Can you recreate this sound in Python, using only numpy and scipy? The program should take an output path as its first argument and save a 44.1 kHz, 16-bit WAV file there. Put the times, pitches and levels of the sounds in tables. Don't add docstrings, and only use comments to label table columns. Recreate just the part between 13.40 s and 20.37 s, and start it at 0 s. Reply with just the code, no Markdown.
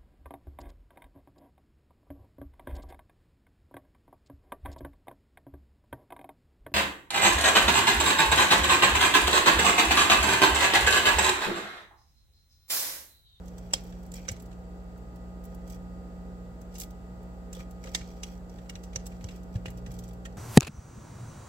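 import sys
import numpy as np
from scipy import signal
from scipy.fft import rfft, irfft, next_fast_len
from scipy.io import wavfile

SR = 44100
rng = np.random.default_rng(int(sys.argv[2]) if len(sys.argv) > 2 else 0)


def file_out(sig):
    cols = np.atleast_2d(sig).T
    lim = np.clip(cols, -1, 1)
    pcm = np.round(lim * 32767).astype(np.int16)
    wavfile.write(sys.argv[1], SR, pcm)


def convert_level_to_amplitude(level_db):
    exponent = np.asarray(level_db, float) / 20
    return 10 ** exponent


N = 307377

COMPRESSOR_HZ, FAN_HZ = 59.185, 44.896
LEFT_LAG_SAMPLES = 10

# multiple, left_db, right_db, left_lead_rad
COMPRESSOR_HARMONICS = [(1, -48, -47.5, -0.0), (3, -75.5, -77.5, 2.5), (4, -61.5, -64.5, -0.36),
                        (5, -71, -66.5, 0.9), (7, -65.5, -64.5, -0.1), (8, -66.5, -68, 7.5),
                        (11, -68.5, -64.5, -0.66), (13, -68, -70, 0.47), (14, -67, -67.5, -2),
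                        (16, -78, -78.5, -0.5), (17, -112, -83.5, -5.5), (19, -70, -72, -3.5),
                        (20, -99, -78.5, -11), (22, -75.5, -80, -3.5), (24, -74.5, -74, 2.5),
                        (33, -82.5, -79, -1.5), (34, -105, -83, 3), (45, -83, -95, 1.4),
                        (47, -87, -89.5, 2.5), (77.5, -91.5, -81.5, 2.5)]
# multiple, left_db, right_db, left_lead_rad
FAN_HARMONICS = [(1, -52, -51, 0.24), (2, -60.5, -62.5, 0), (3, -66, -64.5, -0.5), (4, -48.5, -46.5, -0.54),
                 (5, -67, -70, 1), (6, -67.5, -72, -0.5), (7, -67, -82, 0.7), (8, -81.5, -78.5, 4),
                 (9, -83, -75, -3), (11, -66.5, -66, 0), (12, -66, -65.5, 1), (13, -96, -85.5, -5),
                 (14, -72, -82.5, -1), (18, -95, -80, -4)]
# time_s, level_db
MAINS_BUZZ = [
    (0, -59),
    (5.9, -67),
    (6.2, -50),
    (6.65, -50),
    (6.97, -54),
]
# time_s, level_db
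VALVE_WHINE = [(0.0, -71.5), (0.13, -71), (0.33, -80), (0.45, -82), (0.5, -76), (0.68, -75), (0.89, -71),
               (1.08, -71.5), (1.76, -66.5), (2.66, -65.5), (3.3, -69), (3.49, -66), (3.82, -68.5),
               (4.46, -65.5), (5.09, -72.5), (6.46, -69.5), (6.97, -76)]
# freq_hz, density_db_per_hz
AIR_SPECTRUM = [(20, -11.5), (45, 7), (110, -2.5), (180, 2.5), (215, -3.5), (480, -2.5), (850, -8),
                (1050, -18), (1400, -15.5), (1750, -20.5), (2000, -24.5), (2400, -26.5), (3800, -28.5),
                (5000, -30.5), (6600, -32), (7700, -30.5), (9500, -33.5), (16000, -32.5)]
# freq_hz, correlation
AIR_LIKENESS = [(60, 1), (180, 1), (550, 0.81), (1650, -0.12), (4970, 0.0057), (15000, -0.11)]
# pitch_hz, t60_s, level_db
COOLANT_HISSES = [
    (1930, 0.029, -79.5),
    (4680, .04, -89),
    (5000, .035, -91),
]
# start_s, length_s, crackle_start_db, swell_db
BLADE_STROKES = [(0, 0.36, -73.5, 6.5), (0.343, 0.37, -63.5, -9.5), (0.722, 0.17, -61, -2.5),
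                 (.89, 0.22, -60.5, -22), (2.02, 0.16, -72.5, 2.5), (2.239, .14, -68, 10.5),
                 (3.3, 0.18, -63.5, -5), (4.135, 0.11, -62, 5.5), (4.4, 0.2, -61.5, 1),
                 (4.559, 0.19, -60.5, -18), (4.833, 0.17, -63.5, -8), (5.083, 0.19, -64.5, -9),
                 (5.338, 0.15, -71, -6), (5.602, 0.19, -77, 13), (5.793, 0.22, -62.5, -7.5),
                 (6.121, 0.076, -57.5, -8.5), (6.29, .13, -80, 13), (3.398, 0.042, -52, 2),
                 (.74, .07, -61, -5.5), (.9, 0.043, -58.5, -4), (6.367, .05, -71, -2),
                 (.44, 0.095, -72, -3), (4.653, 0.33, -66, -6), (5.53, 0.07, -57, -12),
                 (5.882, 0.12, -70.5, -4), (6.452, 0.33, -63.5, -10)]
# start_s, peak_db, fizz_re_peak_db
PASTE_SMACKS = [(0.057, -51.5, -9), (.0804, -45.5, -12), (0.181, -41, -13), (.6294, -54, -8),
                (.6624, -53.5, -6), (.914, -36, -10), (0.999, -43.5, -11), (1.0214, -51.5, -2),
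                (1.058, -50, -11), (1.5763, -59, -3.5), (1.7585, -51.5, -8), (2.0386, -50.5, -5),
                (2.0512, -49.5, -2), (2.146, -50.5, -4.5), (3.214, -50.5, -7.5), (3.3414, -48, -9),
                (3.506, -48, -9), (3.829, -58, -6), (4.309, -48, -6.5), (5.665, -34, -9.5),
                (5.9594, -49.5, -8), (6.0317, -51.5, -10), (6.303, -44, -6.5), (6.3733, -46, -12),
                (6.5155, -42.5, -9), (6.732, -54, -5)]
# start_s, gap_s, peak_db, fizz_re_peak_db
PASTE_PEELS = [
    (.4034, .0325, -48.5, -7.5),
    (0.7183, 0.019, -40, -10),
    (2.2752, 0.023, -41, -9.5),
    (3.3818, .0167, -29, -7),
    (6.5387, 0.049, -40, -10),
]
# start_s, peak_db, fizz_re_peak_db, body_re_peak_db, t60_s
BLADE_KNOCKS = [(0.3364, -13.5, -19.5, -37, 0.014), (0.3372, -19.5, -17, -18, 0.043),
                (.883, -30, -17, -2.5, 0.017), (0.8874, -28.5, -26.5, -5, 0.051),
                (3.3497, -39, -19, -24, 0.096), (4.129, -36.5, -13.5, -32, 0.052),
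                (4.1473, -39.5, -15, -24, 0.066), (4.4393, -42.5, -15.5, -2, 0.04),
                (4.4944, -46.5, -19, -8, .027), (4.5476, -18, -20, -12, 0.049),
                (4.833, -26.5, -20.5, -25, 0.039), (5.0962, -48, -16, -22, .035),
                (5.2962, -33, -15, -7.5, 0.042), (5.434, -41.5, -14, -25, 0.071),
                (5.5586, -26.5, -23, -14, 0.038), (5.657, -41.5, -15, -20, 0.048),
                (5.8425, -36.5, -21.5, -15, 0.031), (6.9252, -53, -20, -13, .035)]
# start_s, peak_db, body_re_peak_db, body_hz
PASTE_DABS = [(0.308, -52.5, -1, 2860), (0.523, -58, 9, 1700), (.7803, -50, 3, 2440),
              (.852, -58.5, 8, 2390), (.9632, -50, -1.5, 2380), (1.113, -56, 3, 1840),
              (1.127, -54, -2, 1530), (4.1905, -47, -7.5, 2450), (4.2021, -52.5, 7, 2500),
              (4.2285, -58, -4, 1950), (4.457, -45.5, -5, 2540), (4.4715, -47.5, 5.5, 2060),
              (4.6108, -55, 13, 2360), (5.184, -55, 4.5, 1940), (5.2591, -60, -2, 1480),
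              (5.354, -43.5, -1, 2780), (5.53, -50.5, 1.5, 2450), (5.7189, -55.5, 2, 2420),
              (5.808, -53.5, 2, 2590), (5.886, -48, 4, 2820), (5.909, -54, 3, 5300), (6.1556, -49, 3, 1720),
              (6.2572, -39, 3, 2900), (6.2799, -46, 1, 2050), (6.462, -47, 1.5, 1950),
              (6.851, -40.5, -5, 3180), (6.8562, -41, -2, 1930)]
# pitch_hz, level_db, t60_s
JUG_MODES = [(2894, -1, 0.012), (3230, -8, 0.023), (3970, -21.5, 0.0081), (4960, -10, 0.013),
             (5400, -5.5, 0.0092), (5846, -1.5, 0.013), (6400, 5, 0.00602)]
# start_s, peak_db, pitch_hz, t60_s
GLASS_CHINKS = [(0.3343, -24, 7350, 0.014), (0.3367, -20, 5400, 0.0083), (0.3364, -31, 3260, 0.03),
                (0.719, -38.5, 7300, 0.0065), (0.741, -36.5, 7200, 0.0099), (0.8859, -28, 7000, 0.011),
                (0.887, -29, 5830, 0.011), (0.9164, -42, 7700, 0.015), (4.129, -41, 7135, 0.0093),
                (4.547, -23.5, 4750, 0.009), (4.55, -39.5, 2070, 0.06), (4.549, -38, 2360, 0.014),
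                (4.5483, -27.5, 3600, 0.012), (4.8322, -40.5, 6000, 0.0091), (4.834, -40.5, 4050, 0.011),
                (5.293, -39.5, 5700, .01), (5.355, -43.5, 3900, 0.011), (5.5588, -42, 4250, .012),
                (5.559, -28, 5850, 0.019), (5.666, -44.5, 8000, 0.011), (5.8418, -41.5, 5740, 0.0095),
                (6.2577, -41, 3310, 0.01), (6.5899, -52, 7600, 0.0072), (6.2815, -45, 1970, 0.035),
                (6.857, -40, 1864, 0.047)]
# start_s, peak_db, slap_re_peak_db
HOLLOW_TOCKS = [(0.3351, -44, 43.5), (0.338, -36, 22), (0.886, -39.5, 21), (4.17, -42.5, 23),
                (4.205, -47, 27), (4.45, -42.5, 22), (4.477, -43.5, 25), (4.548, -56, 33),
                (5.557, -41.5, 18), (6.155, -47, 23), (6.257, -42, 35.5)]
# start_s, peak_db, pitch_hz, t60_s
CLEAR_PINGS = [(0.336, -35, 1700, 0.022), (0.337, -13.5, 5350, 0.0094), (.340, -36, 4980, .04),
               (.3565, -36, 5000, .03), (0.337, -38, 4170, .025), (.7405, -43, 1980, .03),
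               (0.74, -34, 8270, 0.017), (.7655, -41, 5540, .02), (.7805, -48, 5400, .02),
               (0.8828, -39, 1220, 0.045), (0.882, -35, 1550, 0.049), (.8825, -47, 2090, .03),
               (.886, -41, 6850, .03), (.887, -39, 5040, 0.038), (1.562, -50, 1400, .02),
               (3.399, -29, 6500, .008), (4.1485, -46, 3400, 0.031), (4.168, -57, 5630, 0.065),
               (4.195, -49, 1240, 0.077), (4.4395, -49, 5650, .03), (4.442, -45, 2440, .025),
               (4.47, -42, 1250, 0.047), (4.4725, -54, 5540, .03), (4.485, -52, 2070, .04),
               (4.548, -42, 2800, .03), (4.548, -37, 6240, .03), (4.549, -36, 4740, 0.044),
               (4.549, -65, 1510, .03), (4.835, -38, 2460, .025), (4.8335, -42, 3420, 0.046),
               (4.833, -35, 6190, .025), (4.833, -50, 5000, .03), (4.833, -52, 1240, 0.028),
               (4.977, -54, 6240, .015), (5.0955, -52, 5740, 0.03), (5.26, -52, 1300, .02),
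               (5.2955, -52, 2340, .03), (5.296, -39, 2820, 0.042), (5.353, -38, 5850, .02),
               (5.558, -36, 2400, .03), (5.558, -48, 3230, .03), (5.5585, -43, 4290, 0.042),
               (5.559, -44, 6170, .03), (5.717, -51, 2400, 0.022), (5.842, -55, 4100, .02),
               (6.155, -45, 1750, .025), (6.258, -52, 1400, .03), (6.856, -41, 1390, 0.033),
               (.3356, -28.5, 790, 0.03), (6.854, -41, 3160, 0.022)]
# start_s, peak_db, low_hz, high_hz, t60_s
EDGE_CRACKS = [(0.3375, -17, 4400, 6400, .01), (.3360, -30, 220, 800, .03), (.340, -35, 2500, 6500, 0.13),
               (.345, -42, 6500, 12000, .09), (0.718, -39, 3000, 15000, .02),
               (.7397, -40, 2500, 15000, .025), (.757, -45, 5000, 7500, .02), (.767, -50, 2000, 6500, .03),
               (.781, -56, 2100, 2800, .1), (.884, -40, 300, 2500, 0.028), (.890, -43, 2000, 8000, .13),
               (.944, -52, 1500, 8000, .015), (1.5604, -53, 900, 2000, .02), (3.3567, -46, 2500, 6500, .03),
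               (3.4108, -35, 4500, 8300, 0.055), (3.435, -37, 2000, 7500, 0.024),
               (4.4397, -50, 5200, 7500, .06), (4.4707, -48, 1000, 7000, .02),
               (4.550, -39, 3000, 8180, .17), (4.8337, -38, 2100, 3000, .05),
               (5.2594, -54, 900, 2500, .015), (5.295, -42, 1800, 3500, 0.045),
               (5.7169, -52, 900, 3000, .015), (5.887, -43.5, 900, 6000, 0.044),
               (5.909, -54, 4500, 9000, .02), (6.154, -47, 700, 4000, .03),
               (6.4625, -45.5, 1200, 5500, .04), (6.5896, -42.5, 3500, 9000, .02),
               (6.68, -49, 5000, 9500, .02), (6.71, -50, 2500, 7000, .02), (6.856, -41, 1200, 8500, 0.022)]
# start_s, peak_db, low_hz, high_hz, t60_s
LINGERING_WASHES = [(.37, -52, 4400, 6300, 0.53), (.37, -54, 2600, 3900, .6), (.785, -55, 2150, 2700, .5),
                    (.79, -58, 4000, 8200, .4), (.92, -53, 2000, 6000, .4), (4.585, -48, 3200, 6370, 0.65),
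                    (4.845, -51, 2210, 8000, 0.27), (5.31, -56, 1900, 6200, .4),
                    (5.44, -60, 4200, 6200, .5), (5.58, -57, 2000, 5800, .4), (5.69, -60, 2000, 8000, .5),
                    (5.92, -59, 2500, 3100, .5), (5.92, -61, 4600, 8200, .5), (4.15, -48, 3100, 3700, 0.23)]
# start_s, peak_db, pitch_hz, t60_s
DULL_THUDS = [(0.918, -31.5, 112, 0.015), (0.9073, -32, 109, 0.045), (4.1956, -43, 125, 0.025),
              (4.614, -39, 110, 0.026), (5.35, -41, 84, 0.04), (5.5614, -34, 116, 0.044),
              (5.848, -31.5, 89, 0.035), (5.838, -38, 100, 0.041), (6.154, -22, 105, 0.08),
              (6.274, -36, 95, 0.05), (6.4856, -34, 123, 0.063)]
# freq_hz, gain_db
MICROPHONE_RESPONSE = [(3000, 1), (6000, 0.6), (6700, 2.5), (7800, 7), (8400, -2.5), (9000, -8),
                       (10500, -3.5), (12500, 0), (15000, -6), (15800, -1), (16300, -6), (16900, -45)]


def rms_one(x):
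    return x / np.sqrt(np.mean(x ** 2) + 1e-20)


def at_hz(points, freq_hz):
    table_hz, value = np.transpose(points)
    return np.interp(np.log(freq_hz + 1), np.log(table_hz), value)


def band(x, low_hz, high_hz):
    return signal.sosfilt(signal.butter(2, [low_hz, high_hz], "band", fs=SR, output="sos"), x)


def drift(rate_hz):
    pole = np.exp(-80 * np.pi * rate_hz / SR)
    noise = rng.standard_normal(N // 40 + 2002)
    slow = signal.lfilter([1], [1, -2 * pole, pole * pole], noise)[2000:]
    return np.interp(np.arange(N) / 40, np.arange(len(slow)), rms_one(slow))


def ring(x, pitch_hz, t60_s):
    pole, w = convert_level_to_amplitude(-60 / (t60_s * SR)), 2 * np.pi * pitch_hz / SR
    return signal.lfilter([0, np.sin(w)], [1, -2 * pole * np.cos(w), pole * pole], x + 1e-18)


def add(out, sound, start_s):
    at = round(start_s * SR)
    out[:, at:at + sound.shape[-1]] += sound[..., :N - at]


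def snaps(shape, spread_db, shared):
    once = shape[:-2] + (1, shape[-1])
    size = convert_level_to_amplitude(spread_db * np.minimum(rng.exponential(1, once), 5))
    common = shared * rng.standard_normal(once)
    return rms_one(size * (common + rng.standard_normal(shape)))


def motor(harmonics, turn_hz, wobble_db):
    angle, wave = np.linspace(0, 2 * np.pi, 8193), 0
    for multiple, left_db, right_db, left_lead_rad in harmonics:
        phase = rng.uniform(0, 2 * np.pi) + np.array([[left_lead_rad], [0]])
        wave = wave + convert_level_to_amplitude([[left_db], [right_db]]) * np.sin(round(multiple) * angle + phase)
    turn = 2 * np.pi * (turn_hz * np.arange(N) / SR % 1)
    stereo = np.array([np.interp(turn, angle, side) for side in wave])
    return np.sqrt(2) * stereo * convert_level_to_amplitude(wobble_db * drift(1.4))


def stray_tones():
    t = np.arange(N) / SR
    buzz = convert_level_to_amplitude(np.interp(t, *np.transpose(MAINS_BUZZ))) * np.sin(2 * np.pi * 119.93 * t)
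    slip = -convert_level_to_amplitude(-63) * np.sin(2 * np.pi * 118.47 * t)
    panel = convert_level_to_amplitude(-68) * np.sin(2 * np.pi * 95.6 * t)
    whine_phase = 2 * np.pi * 21 * COMPRESSOR_HZ * t + [[-1.4], [0]]
    whine = convert_level_to_amplitude(np.interp(t, *np.transpose(VALVE_WHINE))) * np.sin(whine_phase)
    return np.sqrt(2) * (buzz + slip + whine + panel)


def room_air():
    freq_hz = np.arange(N // 2 + 1) * SR / N
    mid, side = rfft(rng.standard_normal((2, N)))
    alike = np.clip(at_hz(AIR_LIKENESS, freq_hz), -1, 1)
    pair = np.sqrt(1 + alike) * mid + np.sqrt(1 - alike) * side * [[1], [-1]]
    air = rms_one(irfft(pair * convert_level_to_amplitude(at_hz(AIR_SPECTRUM, freq_hz)), N))
    return convert_level_to_amplitude(-52.5) * air * convert_level_to_amplitude([[-.5], [.5]])


def coolant():
    out = np.zeros((2, N))
    for pitch_hz, t60_s, level_db in COOLANT_HISSES:
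        hiss = rms_one(ring(rng.standard_normal((2, N)), pitch_hz, t60_s))
        out += convert_level_to_amplitude(level_db + 2.5 * drift(1.2)) * hiss
    return out


def tearing():
    edge_s, fizz_db = 0.035, -3.5
    t, moving = np.arange(N) / SR, np.zeros(N)
    grains = snaps((2, N), spread_db=5.0, shared=.3) * convert_level_to_amplitude(3.2 * drift(110))
    wall = np.zeros((2, N))
    for pitch_hz, level_db in [(2400, -22.5), (3400, -24.5), (4900, -28), (5800, -23.0)]:
        wall += convert_level_to_amplitude(level_db) * ring(grains, pitch_hz, 0.014)
    crackle = rms_one(band(grains, 2300, 8800) + wall)
    fizz = rms_one(band(grains, 10900, 15350))
    for start_s, length_s, crackle_db, swell_db in BLADE_STROKES:
        edge = np.clip(np.minimum(t - start_s, start_s + length_s - t) / edge_s, 0, 1)
        moving += edge * convert_level_to_amplitude(crackle_db + swell_db * np.clip((t - start_s) / length_s, 0, 1))
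    return moving * (crackle + convert_level_to_amplitude(fizz_db) * fizz)


def kitchen(x):
    t60_s, wall_cut_hz = .28, 1700
    size = next_fast_len(N + SR)
    w = 2 * np.pi * np.arange(size // 2 + 1) / size
    dull = 1 / (1 + 1j * w * SR / (2 * np.pi * wall_cut_hz))
    echo = np.zeros((2, len(w)), complex)
    for k, lag_s in enumerate(rng.uniform(0.0048, .03, 16)):
        loop = convert_level_to_amplitude(-60 * lag_s / t60_s) * dull ** 0.47 * np.exp(-1j * w * round(lag_s * SR))
        echo[k % 2] += loop / (1 - loop) * (-1) ** (k // 2)
    for lag_samples in (53, 131, 223, 347):
        step = np.exp(-1j * w * lag_samples)
        echo *= (step - .6) / (1 - .6 * step)
    return irfft(rfft(x, size) * echo, size)[:, :N]


def touches():
    knock_body_hz = 2300
    rows = [(start_s, peak_db, fizz_db, -19.5, 1700, 0.048) for start_s, peak_db, fizz_db in PASTE_SMACKS]
    for start_s, gap_s, peak_db, fizz_db in PASTE_PEELS:
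        for k, slip_db in enumerate((-7, 0, -4, -8)):
            rows.append((start_s + k * gap_s, peak_db + slip_db, fizz_db, -35, knock_body_hz, 0.056))
    for start_s, peak_db, fizz_db, body_db, t60_s in BLADE_KNOCKS:
        rows.append((start_s, peak_db, fizz_db, body_db, knock_body_hz, t60_s))
    for start_s, peak_db, body_db, body_hz in PASTE_DABS:
        rows.append((start_s, peak_db, -17, body_db, body_hz, 0.058))
    return rows


def contacts():
    lead_in_s = .012
    out, t = np.zeros((2, N)), np.arange(SR // 10) / SR
    start_s, peak_db, fizz_db, body_db, body_hz, t60_s = np.array(touches()).T[:, :, None, None]
    count = len(start_s)
    since_s = np.maximum(t - lead_in_s, 0)
    lead_in = convert_level_to_amplitude(-23) * np.minimum(t / lead_in_s, 1) ** 2
    attack = np.minimum(since_s / (0.078 * t60_s), 1) ** 2
    bite = (lead_in + attack) * convert_level_to_amplitude(-60 * since_s / t60_s)
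    shower = snaps((count, 2, len(t)), spread_db=2.0, shared=0.28) * bite
    hard_db = -.5 * (fizz_db + 17.0)
    sound = convert_level_to_amplitude(-1.0) * band(shower, 3940, 9340)
    sound += convert_level_to_amplitude(hard_db * 0.27 - 1.5) * band(shower, 2790, 4480)
    sound += convert_level_to_amplitude(fizz_db + 11.5) * band(band(shower, 8800, 19000), 8800, 19000)
    sound += convert_level_to_amplitude(body_db + 6) * band(shower, 1410, 4100)
    spot_db = rng.normal(0, 3, (count, len(JUG_MODES), 2, 1))
    for k, (mode_hz, mode_db, mode_t60_s) in enumerate(JUG_MODES):
        sound += convert_level_to_amplitude(mode_db + spot_db[:, k] + hard_db - 27.5) * ring(shower, mode_hz, mode_t60_s)
    for k in range(count):
        patch = convert_level_to_amplitude(body_db[k] - 18) * ring(shower[k], body_hz[k, 0, 0], .013)
        add(out, (sound[k] + patch) * convert_level_to_amplitude(peak_db[k]), start_s[k, 0, 0] - lead_in_s - .002)
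    return out


def chinks():
    out, t = np.zeros((2, N)), np.arange(SR // 16) / SR
    rattles = snaps((len(GLASS_CHINKS), 2, len(t)), spread_db=7.5, shared=0.17) * convert_level_to_amplitude(-60 * t / 0.019)
    for (start_s, peak_db, pitch_hz, t60_s), rattle in zip(GLASS_CHINKS, rattles):
        add(out, convert_level_to_amplitude(peak_db - 12.5) * ring(rattle, pitch_hz, t60_s), start_s)
    return out


def tocks():
    start_s, peak_db, slap_db = np.transpose(HOLLOW_TOCKS)
    at = np.round(start_s * SR).astype(int)
    clicks, slaps = np.zeros((2, N))
    clicks[at] = convert_level_to_amplitude(peak_db - 6.0)
    slaps[at] = convert_level_to_amplitude(peak_db + slap_db)
    hollow = ring(band(clicks, 280, 810) * convert_level_to_amplitude(7.0), 524, 0.098)
    return hollow + band(band(slaps, 200, 1280), 110, 2150)


def pings():
    rise_s = .0012
    out, t = np.zeros((2, N)), np.arange(SR // 12) / SR
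    for start_s, peak_db, pitch_hz, t60_s in CLEAR_PINGS:
        swell = np.minimum(t / rise_s, 1) * convert_level_to_amplitude(peak_db - 60 * t / t60_s)
        add(out, swell * np.sin(2 * np.pi * pitch_hz * t), start_s)
    return out


def cracks():
    out, t = np.zeros((2, N)), np.arange(SR // 8) / SR
    bursts = snaps((len(EDGE_CRACKS), 2, len(t)), spread_db=3.0, shared=1.5)
    for (start_s, peak_db, low_hz, high_hz, t60_s), burst in zip(EDGE_CRACKS, bursts):
        decay = convert_level_to_amplitude(peak_db - 5.0 - 60 * t / t60_s)
        add(out, decay * rms_one(band(burst, low_hz, high_hz)), start_s)
    out[0] = np.roll(out[0], LEFT_LAG_SAMPLES)
    return out


def washes():
    out, t = np.zeros((2, N)), np.arange(SR // 4) / SR
    fade = np.minimum(t / .015, 1) * np.minimum((t[-1] - t) / .05, 1)
    grains = snaps((len(LINGERING_WASHES), 2, len(t)), spread_db=6.0, shared=.8)
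    for (start_s, peak_db, low_hz, high_hz, t60_s), grain in zip(LINGERING_WASHES, grains):
        decay = convert_level_to_amplitude(peak_db - 9.5 - 60 * t / t60_s)
        add(out, decay * fade * rms_one(band(grain, low_hz, high_hz)), start_s)
    return out


def thuds():
    out, t = np.zeros((2, N)), np.arange(SR // 6) / SR
    for start_s, peak_db, pitch_hz, t60_s in DULL_THUDS:
        push = np.minimum(t * pitch_hz * 1.5, 1)
        swing = push * convert_level_to_amplitude(-60 * t / max(t60_s, .02)) * np.sin(2 * np.pi * pitch_hz * t)
        add(out, -convert_level_to_amplitude(peak_db) * swing / np.abs(swing).max(), start_s)
    return out


def scene():
    hum = motor(COMPRESSOR_HARMONICS, COMPRESSOR_HZ, wobble_db=1.0)
    hum += motor(FAN_HARMONICS, FAN_HZ, wobble_db=1.2) + stray_tones()
    pan = convert_level_to_amplitude([[-1.4], [.9]])
    broad = (tearing() + contacts()) * pan + tocks()
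    notes = (chinks() + pings()) * pan
    near = broad + notes
    near[0] = np.roll(near[0], LEFT_LAG_SAMPLES)
    echoes = convert_level_to_amplitude(-19.5) * kitchen(broad + convert_level_to_amplitude(-11.5) * notes)
    background = hum + room_air() + coolant()
    return background + near + echoes + (cracks() + washes()) * pan + thuds()


def band_limit(x):
    return signal.sosfilt(signal.butter(12, 15950, fs=SR, output="sos"), x)


def record(dry):
    freq_hz = np.arange(N // 2 + 1) * SR / N
    mix = irfft(rfft(dry) * convert_level_to_amplitude(at_hz(MICROPHONE_RESPONSE, freq_hz)), N)
    return band_limit(mix)


dry = scene()
out = record(dry)
file_out(out)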